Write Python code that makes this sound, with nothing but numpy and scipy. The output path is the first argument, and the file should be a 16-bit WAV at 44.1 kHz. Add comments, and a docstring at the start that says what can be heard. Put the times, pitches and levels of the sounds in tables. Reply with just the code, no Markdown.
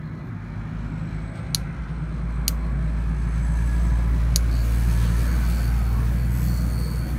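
"""A small motor hums on a workbench and speeds up a little: sines at multiples of the turning rate.
Around it lie a rumbling workshop wash, a growing hiss and soft scuffs, all of shaped noise; a fuzzy
whistle makes the thin whine, and noise resonances make the mount sing. Three sharp ticks snap close by
as decaying rings with echoes. Late on, trains of knocks ring a loose part and it chatters."""
import sys
import numpy as np
from scipy import signal
from scipy.io import wavfile
from scipy.ndimage import uniform_filter1d

SR = 44100
rng = np.random.default_rng(int(sys.argv[2]) if len(sys.argv) > 2 else 0)


def put_to_file(sound):
    """Save the sound as 16-bit audio at rate SR, in the file named by the first command-line argument."""
    columns = np.atleast_2d(sound).T  # one column per channel
    safe = np.clip(columns, -1, 1)
    whole_steps = np.round(safe * 32767)
    wavfile.write(sys.argv[1], SR, whole_steps.astype(np.int16))


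N = 316877
T = np.arange(N) / SR  # seconds

# The motor shaft. Each row: time in seconds, turns per second in Hz, first order in dB, second order in dB.
SHAFT = [(0, 51.5, -73, -53), (.4, 51.7, -36, -38), (.94, 52.91, -33, -35.5), (1.6, 53.49, -34.5, -38),
         (1.9, 55.27, -32, -57), (2.28, 55.83, -25.5, -57), (2.7, 55.8, -22.5, -42),
         (3.3, 56.3, -22, -37.5), (3.8, 57.48, -18, -35), (4.4, 57.3, -19.5, -32.5),
         (5.0, 57.38, -18.5, -27.5), (5.42, 58.77, -19.5, -33.5), (5.84, 57.86, -19, -30),
         (6.36, 60.5, -22.5, -27), (6.7, 59.8, -21.5, -31.5), (7.19, 60.04, -27, -35.5)]
LOOSE_S = 4.5  # the part works loose


def gain_of(db):
    """Decibels to gain."""
    return 10 ** (np.asarray(db) / 20)


def evened(x):
    """Scales to rms 1."""
    return x / np.sqrt(np.mean(x ** 2) + 1e-20)


def columns(rows):
    """Each column of a curve over time, sample by sample."""
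    s, *values = np.transpose(rows)
    return [np.interp(T, s, v) for v in values]


def between(start, stop, fade):
    """A gate with straight fades, half open at start and at stop."""
    opening = np.clip((T - start) / fade + .5, 0, 1)
    closing = np.clip((stop - T) / fade + .5, 0, 1)
    return opening * closing


def drift(seconds, count=N):
    """Slow chance of rms 1: noise averaged twice over the given span."""
    size = max(int(seconds * SR), 2)
    once = uniform_filter1d(rng.standard_normal(count), size)
    return evened(uniform_filter1d(once, size))


def resonate(x, hz, width):
    """A resonance of gain about 1: one pair of poles, width in Hz."""
    r = np.exp(-np.pi * width / SR)
    c = r * np.cos(2 * np.pi * hz / SR)
    return signal.lfilter([2 * (1 - r), -2 * (1 - r) * c], [1, -2 * c, r * r], x)


def fuzzy(hz, width):
    """A steep band of noise, rms 1: two equal resonances in a row."""
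    once = resonate(rng.standard_normal(N), hz, width)
    return evened(resonate(once, hz, width))


def noise(spectrum, patchy_db, streaky_db, size):
    """Random short-time spectra with drifting patches and narrow lasting streaks, rms 1."""
    hz = np.fft.rfftfreq(size, 1 / SR)
    f, db = np.transpose(spectrum)
    frames = N // (size // 4) + 5
    a, b, patches, streaks = rng.standard_normal((frames, len(hz), 4), dtype=np.float32).T
    # axis 0 is frequency, axis 1 is time
    patches = evened(uniform_filter1d(uniform_filter1d(patches, size=10, axis=0), size=16, axis=1))
    streaks = uniform_filter1d(streaks, size=2, axis=0)
    streaks = evened(uniform_filter1d(streaks, size=SR * 2 // size, axis=1))
    shape_db = np.interp(np.log(hz + 1), np.log(f + 1), db, left=-120, right=-120)[:, None]
    z = (a + 1j * b) * gain_of(shape_db + patchy_db * patches + streaky_db * streaks)
    return evened(signal.istft(z, nperseg=size, noverlap=size * 3 // 4)[1][:N])


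def hum():
    """The turning shaft gives clean sines at its first three orders, and later a faint fifth."""
    # Level of the third order. Each row: time in seconds, level in dB.
    third_level = [(0, -40), (3.0, -39.5), (3.6, -35.5), (4.1, -36), (4.6, -42.5), (5.1, -33.5), (5.5, -43),
                   (6.0, -39.5), (6.8, -35), (7.19, -59)]
    lead, wander = 1.3, .25  # radians that each order leads the one below, and how far it wanders
    hz, *levels_db = columns(SHAFT)
    turns = np.cumsum(hz) / SR
    levels_db.append(columns(third_level)[0])
    out = gain_of(-51.5) * between(3.5, T[-1] + 1, .4) * np.cos(2 * np.pi * 5 * turns)
    for k, db in enumerate(levels_db):
        phase = k * (lead + wander * drift(0.28))
        out += gain_of(db) * np.cos(2 * np.pi * (k + 1) * turns + phase)
    return np.sqrt(2) * out  # the levels are rms


def wash():
    """The workshop's low rumble and mid body are shaped noise, with narrow wavering drones."""
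    # Colour of the rumble. Each row: frequency in Hz, relative density in dB per Hz.
    rumble_colour = [(25, -47), (38, -17), (50, 5.5), (64, -0.5), (75, -9.5), (107, 0), (166, 1), (195, -6),
                     (250, -7.5), (307, -15), (370, -13.5), (420, -29), (520, -30)]
    # Colour of the mid body. Each row: frequency in Hz, relative density in dB per Hz.
    body_colour = [(300, -23), (370, -26), (410, -6), (470, -3.5), (600, -3), (750, -5), (1000, -4.5),
                   (1650, -5), (1900, -9), (2300, -9.5), (2750, -22), (3500, -23.5), (4500, -38)]
    # Level of the mid body. Each row: time in seconds, level in dB.
    body_level = [(0, -50), (.7, -45), (3.2, -43.5), (4.6, -41.5), (5.3, -39.5), (5.6, -41.5), (6.3, -42.5),
                  (7.19, -43.5)]
    # Drones that come and go. Each row: frequency in Hz, resonance width in Hz, level in dB,
    # start in seconds, end in seconds.
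    drones = [(235, 9, -43, 0, 1.15), (157, 10, -38, .4, 5.6), (135, 7, -41, 1.4, 4.6),
              (98, 7, -42, 5.8, 7.3), (250, 7, -47, 4.0, 5.4), (210, 10, -45, 4.5, 7.3),
              (478, 30, -56, 4.3, 7.3), (1345, 45, -58, .8, 3.9), (995, 25, -54, 3.87, 4.36),
              (155, 8, -39, 6.4, 7.1), (1320, 50, -52, 5.3, 5.65)]
    rumble_db = -33.5 + .5 * T + 0.5 * drift(0.19)  # grows slowly and wavers
    rumble_db -= np.exp(-T / 0.15)  # a little quieter at first
    out = gain_of(rumble_db) * noise(rumble_colour, patchy_db=0.27, streaky_db=1.5, size=4096)
    out += gain_of(columns(body_level)[0]) * noise(body_colour, patchy_db=1.3, streaky_db=2.5, size=2048)
    for hz, width, db, start, stop in drones:
        out += gain_of(db) * between(start, stop, 0.12) * fuzzy(hz, width)
    return out


def hiss():
    """A dull and a bright noise flicker, with bands that they ring in the casing."""
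    # Level of the dull hiss before the flicker. Each row: time in seconds, level in dB.
    dull_level = [(0, -68), (.9, -61.5), (2.5, -63), (3.3, -57.5), (3.85, -52), (4.05, -55.5), (4.5, -50),
                  (5.1, -47), (6.1, -54.5), (7.19, -56.5)]
    # Colour of the dull hiss. Each row: frequency in Hz, relative density in dB per Hz.
    dull_colour = [(2200, 2.5), (2800, -3), (3600, -6.5), (4100, -4), (5000, -7), (6300, -7.5),
                   (7200, -13.5), (9000, -13.5), (11000, -23), (15700, -47)]
    # Colour of the bright hiss. Each row: frequency in Hz, relative density in dB per Hz.
    bright_colour = [(3000, -26), (5000, -5.5), (7000, 0.5), (9500, 2), (10600, 0.5), (11700, 3),
                     (13000, -1), (14500, -0.5), (15650, 2), (15800, -43)]
    # Swells of the bright hiss. Each row: start in seconds, end in seconds, level at the start in dB,
    # sag in dB per second.
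    swells = [(3.505, 3.98, -60.5, -1), (4.52, 5.899, -49.5, 2.5), (6.327, 7.093, -50.5, 8)]
    # Rings of the casing. Each row: frequency in Hz, resonance width in Hz, level in dB,
    # start in seconds, end in seconds.
    casing = [(4100, 400, -69, 0, 4.4), (8100, 800, -70, 1.9, 4.5), (8100, 700, -70, 2.5, 3.3),
              (6350, 300, -70, 3.1, 3.4), (11600, 900, -63, 4.5, 7.3), (14600, 600, -68, 4.5, 7.3)]
    floor_db, top_db, creep_s, creep_db_per_s = -79, -56, 1.96, 8
    # the bright hiss creeps up steadily, then holds its level
    bright = gain_of(np.clip(floor_db + creep_db_per_s * (T - creep_s), floor_db, top_db))
    for start, stop, db, sag_db in swells:
        swell = gain_of(db - sag_db * (T - start)) * between(start, stop, 0.33)
        bright = np.hypot(bright, swell)
    air = gain_of(columns(dull_level)[0]) * noise(dull_colour, patchy_db=.4, streaky_db=1.2, size=1024)
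    air += bright * noise(bright_colour, patchy_db=2.2, streaky_db=3.0, size=1024)
    for hz, width, db, start, stop in casing:
        air += gain_of(db + 1.8 * drift(0.045)) * between(start, stop, 0.17) * fuzzy(hz, width)
    return air * gain_of(1.2 * drift(0.044))


def throb():
    """A gain that swells once per shaft turn until the part works loose."""
    depth = .18 * between(-1, LOOSE_S, .2)
    return 1 + depth * np.cos(2 * np.pi * np.cumsum(columns(SHAFT)[0]) / SR)


def scuffs():
    """Soft scuffs on the bench are short puffs of wide noise."""
    # Each row: start in seconds, level in dB, length in seconds, centre in Hz, resonance width in Hz.
    puffs = [(.24, -75, 0.051, 12500, 2500), (1.345, -56.5, 0.06, 3200, 3500),
             (1.88, -58, 0.031, 3200, 2800), (4.981, -47.5, 0.12, 3300, 2017)]
    out = np.zeros(N)
    for s, db, length, hz, width in puffs:
        out += gain_of(db) * between(s, s + length, length / 2) * fuzzy(hz, width)
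    return out


def whine():
    """A fuzzy whistle with a finer core climbs evenly, then settles: slow noise shifted up to its pitch."""
    # Level before the flutter. Each row: time in seconds, level in dB.
    whine_level = [(.8, -75), (1.3, -64.5), (2.0, -77), (3.0, -74), (3.25, -67.5), (3.7, -59.5),
                   (3.95, -66), (4.15, -71), (4.45, -62), (4.7, -81)]
    start_hz, climb_hz_per_s, top_hz, bend_s = 6800, 1030, 9930, 0.55
    hz = uniform_filter1d(np.minimum(start_hz + climb_hz_per_s * T, top_hz), int(bend_s * SR))
    carrier = np.exp(2j * np.pi * np.cumsum(hz) / SR)
    wide, fine = (drift(s) + 1j * drift(s) for s in (.0015, .007))
    whistle = evened(((wide + 0.51 * fine) * carrier).real)
    level = gain_of(columns(whine_level)[0] + 1.8 * drift(0.023))
    return level * between(whine_level[0][0], whine_level[-1][0], 0.11) * whistle


def ticks():
    """A short crack rings the contact; echoes and a quick diffuse tail follow."""
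    # Each row: time in seconds, then the strength in dB with which each ring of the contact is struck.
    snaps = [(1.547, -25, -18.5, -23, -3, -22, -9.5, -11, -32, -13, -11, -27, -12.5, -27, -19),
             (2.4803, -27, -16, -16, -11, -11.5, -11.5, -6.5, -11.5, -9, -23, -17, -13, -7.5, -7),
             (4.3598, -27, -19.5, -40, -9.5, -12, -10, -4, -17, -18, -13, -6.5, -9.5, -17, -13)]
    # Rings of the snapped contact. Each row: frequency in Hz, 60 dB decay time in seconds.
    contact = [(1450, 0.0086), (2300, 0.0055), (3050, 0.0072), (4240, 0.0087), (4680, 0.013),
               (5800, 0.0072), (6590, 0.0053), (8300, 0.0087), (9000, 0.0048), (10000, 0.0077),
               (10850, 0.0078), (11350, 0.0085), (12200, 0.0067), (14100, 0.0041)]
    # Nearby surfaces return each snap. Each row: delay in seconds, level in dB.
    returns = [(.0058, -19), (.0105, -24)]
    out, t = np.zeros(N), np.arange(round(.15 * SR)) / SR
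    rise = 1 - np.exp(-(t / 0.00042) ** 2)
    rise = gain_of(-2.0) * rise * (1 + 1.1 * np.exp(-t / .0009))  # the first instant is stronger
    # a quick and a slow decay, by 60 dB in 0.036 s and 0.19 s
    tail = gain_of(-22.5 - 60 * t / 0.036) + gain_of(-39.0 - 60 * t / 0.19)
    tail *= 1 - np.exp(-t / 0.0005)
    for s, *strengths_db in snaps:
        sound = np.zeros(len(t))
        for db, (hz, t60) in zip(strengths_db, contact):
            # each ring starts at a chance phase within half a cycle
            phase = 2 * np.pi * (hz * (t - .0004) + .5 * rng.random())
            ring = rise * gain_of(-60 * t / t60) * np.sin(phase)
            diffuse = evened(resonate(rng.standard_normal(len(t)), hz, 660))
            sound += gain_of(db) * (ring + tail * diffuse)
        # a faint touch 1 ms early, the snap itself, then its echoes
        for delay, db in [(-0.001, -21), (0, 0), *returns]:
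            stretch = out[round((s + delay) * SR):][:len(t)]
            stretch += gain_of(db) * sound
    return out


def mount():
    """The motor strains and its mount sings: the same fuzzy resonances each time."""
    # Strains. Each row: start in seconds, end in seconds, level in dB, pitch factor.
    strains = [(3.306, 4.004, -51.5, 1.0), (4.85, 5.41, -51, 1.03)]
    # What sings. Each row: frequency in Hz before the pitch factor, resonance width in Hz, relative level in dB.
    resonances = [(972, 27, -2.5), (1307, 51, -6), (1669, 99, 2.5), (6260, 280, -10.5), (7800, 410, -9),
                  (8300, 310, -10)]
    out = np.zeros(N)
    for start, stop, db, factor in strains:
        for hz, width, ring_db in resonances:
            level = gain_of(db + ring_db + 1.44 * drift(0.021))
            out += level * between(start, stop, 0.27) * fuzzy(hz * factor, width)
    return out


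def chatter(air):
    """Regular gritty knocks ring a loose part, each ring fickle by itself, and the hiss beats along."""
    # Bouts of louder chatter, most of them faster. Each row: start in seconds, end in seconds,
    # knocks per second in Hz, rebound from 0 to 1, then low, middle and high rings in dB.
    bout_rows = [(4.5, 4.623, 77.7, 0.4, -48.5, -54, -61), (4.698, 5.104, 78.2, 0.6, -64, -54, -68),
                 (5.182, 5.375, 82, 0.3, -53.5, -53, -57), (5.425, 5.713, 83.6, 0.06, -51, -56, -57),
                 (5.74, 5.952, 80.2, 0.6, -59, -66, -59), (6.178, 6.267, 81.98, 0.79, -58, -70, -61),
                 (6.302, 6.463, 89.7, .4, -62, -53, -54.5), (6.459, 6.66, 89.2, 0.9, -50.5, -53, -54),
                 (6.681, 6.924, 89.4, 0.45, -50, -57, -58), (6.924, 7.117, 90, .4, -52.5, -59.5, -58)]
    # Three groups of rings: low, middle, high. Each row: frequency in Hz, width of the first of
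    # two resonances in Hz, relative level in dB.
    ring_groups = [
        [(4410, 110, 0), (4580, 120, -7), (4230, 200, -17)],
        [(5200, 400, -6), (5900, 250, -4), (6560, 150, -1), (7200, 170, -6), (7840, 140, -3), (8720, 120, 0),
         (9320, 140, -3), (9790, 110, -6)],
        [(10900, 250, -5), (11700, 300, 0), (13300, 160, -7), (14500, 200, -3), (15300, 200, -2)],
    ]
    # One ring changes level for a while. Each row: start in seconds, end in seconds, ring in Hz, change in dB.
    flares = [(4.5, 4.64, 4230, 14), (4.5, 5.72, 4580, 6), (5.61, 5.69, 6560, 6), (6.7, 6.75, 6560, 8),
              (6.76, 6.95, 4580, 5), (6.75, 6.9, 4410, 2), (6.64, 6.75, 4410, -2), (6.5, 6.62, 7200, 5),
              (5.1, 5.2, 9320, 6), (5.27, 5.37, 6560, 6), (5.2, 5.42, 14500, 4), (5.62, 5.72, 11700, 5),
              (5.44, 5.55, 7200, 8), (5.45, 5.56, 7840, 6), (5.47, 5.54, 9320, 9), (6.36, 6.62, 5200, 5),
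              (6.31, 6.46, 7840, 6), (6.43, 6.49, 6560, 7), (6.33, 6.46, 11700, 5), (6.37, 6.53, 14500, 5),
              (6.5, 6.64, 5900, 6), (6.54, 7.02, 8720, 6), (6.76, 7.0, 10900, 5)]
    loose_hz, loose_db = 77.7, (-61.5, -63.5, -59.5)  # between bouts: knocks per s; low, middle, high rings
    fade_s = 0.046
    first = round(LOOSE_S * SR)
    gates = np.array([between(start, stop, fade_s)[first:] for start, stop, *_ in bout_rows])
    bouts = np.array(bout_rows)
    hz = loose_hz + (bouts[:, 2] - loose_hz) @ gates
    count = len(hz)
    levels = np.sqrt(gain_of(loose_db)[:, None] ** 2 + gain_of(bouts[:, 4:].T) ** 2 @ gates)

    uneven_hz = hz * (1 + .006 * drift(.02, count=count))
    knocks = np.diff(np.floor(np.cumsum(uneven_hz) / SR), prepend=0)
    knocks *= gain_of(1.0 * rng.standard_normal(count))
    # the part swings back 24 cycles of its first low ring later, in step with it
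    rebound = np.roll(knocks, round(24 / ring_groups[0][0][0] * SR))
    swing = np.clip(bouts[:, 3] @ gates, 0, 1)

    # a brief scrape follows each blow
    n = np.arange(400)
    scrape = n / (0.00083 * SR) * np.exp(-n / (0.0023 * SR))
    beat = abs(signal.oaconvolve(knocks, scrape)[:count])
    share = .4 * np.clip(gates.sum(axis=0), 0, 1)  # of the hiss power that beats during a bout
    out = air.copy()
    out[first:] *= np.sqrt(1 - share + share * beat / beat.mean())

    by_group = zip(ring_groups, levels, (1, .3, .3), (.035, .04, .1), (.6, 1.6, 1.8))
    for rings, level, back, grit, fickle_db in by_group:
        blows = knocks + back * swing * rebound
        scrapes = signal.oaconvolve(blows, scrape)[:count]
        blows = blows + grit * scrapes * rng.standard_normal(count)
        group = np.zeros(count)
        for f, width, ring_db in rings:
            db = ring_db + fickle_db * drift(.1, count=count)
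            for start, stop, flare_hz, flare_db in flares:
                if flare_hz == f:
                    db += flare_db * between(start, stop, fade_s)[first:]
            ringing = resonate(resonate(blows, f, width), f, 3 * width)
            group += gain_of(db) * evened(ringing)
        out[first:] += level * evened(group)
    return out


def scene():
    """All sources at one microphone; mount, whine and hiss throb with the shaft."""
    steady = hum() + wash()
    air = chatter(throb() * hiss())
    singing = throb() * (mount() + whine())
    return (steady + air + singing + ticks() + scuffs())[None]


def record(dry):
    """The microphone drops the deepest bass; full scale clips; then the band limit at 15.9 kHz."""
    heard = signal.sosfilt(signal.butter(2, 46, "high", fs=SR, output="sos"), dry)
    band_limit = signal.firwin(255, 15900, window=("kaiser", 9), fs=SR)[None]
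    return signal.oaconvolve(np.clip(heard, -1, 1), band_limit, "same")


dry = scene()
out = record(dry)
put_to_file(out)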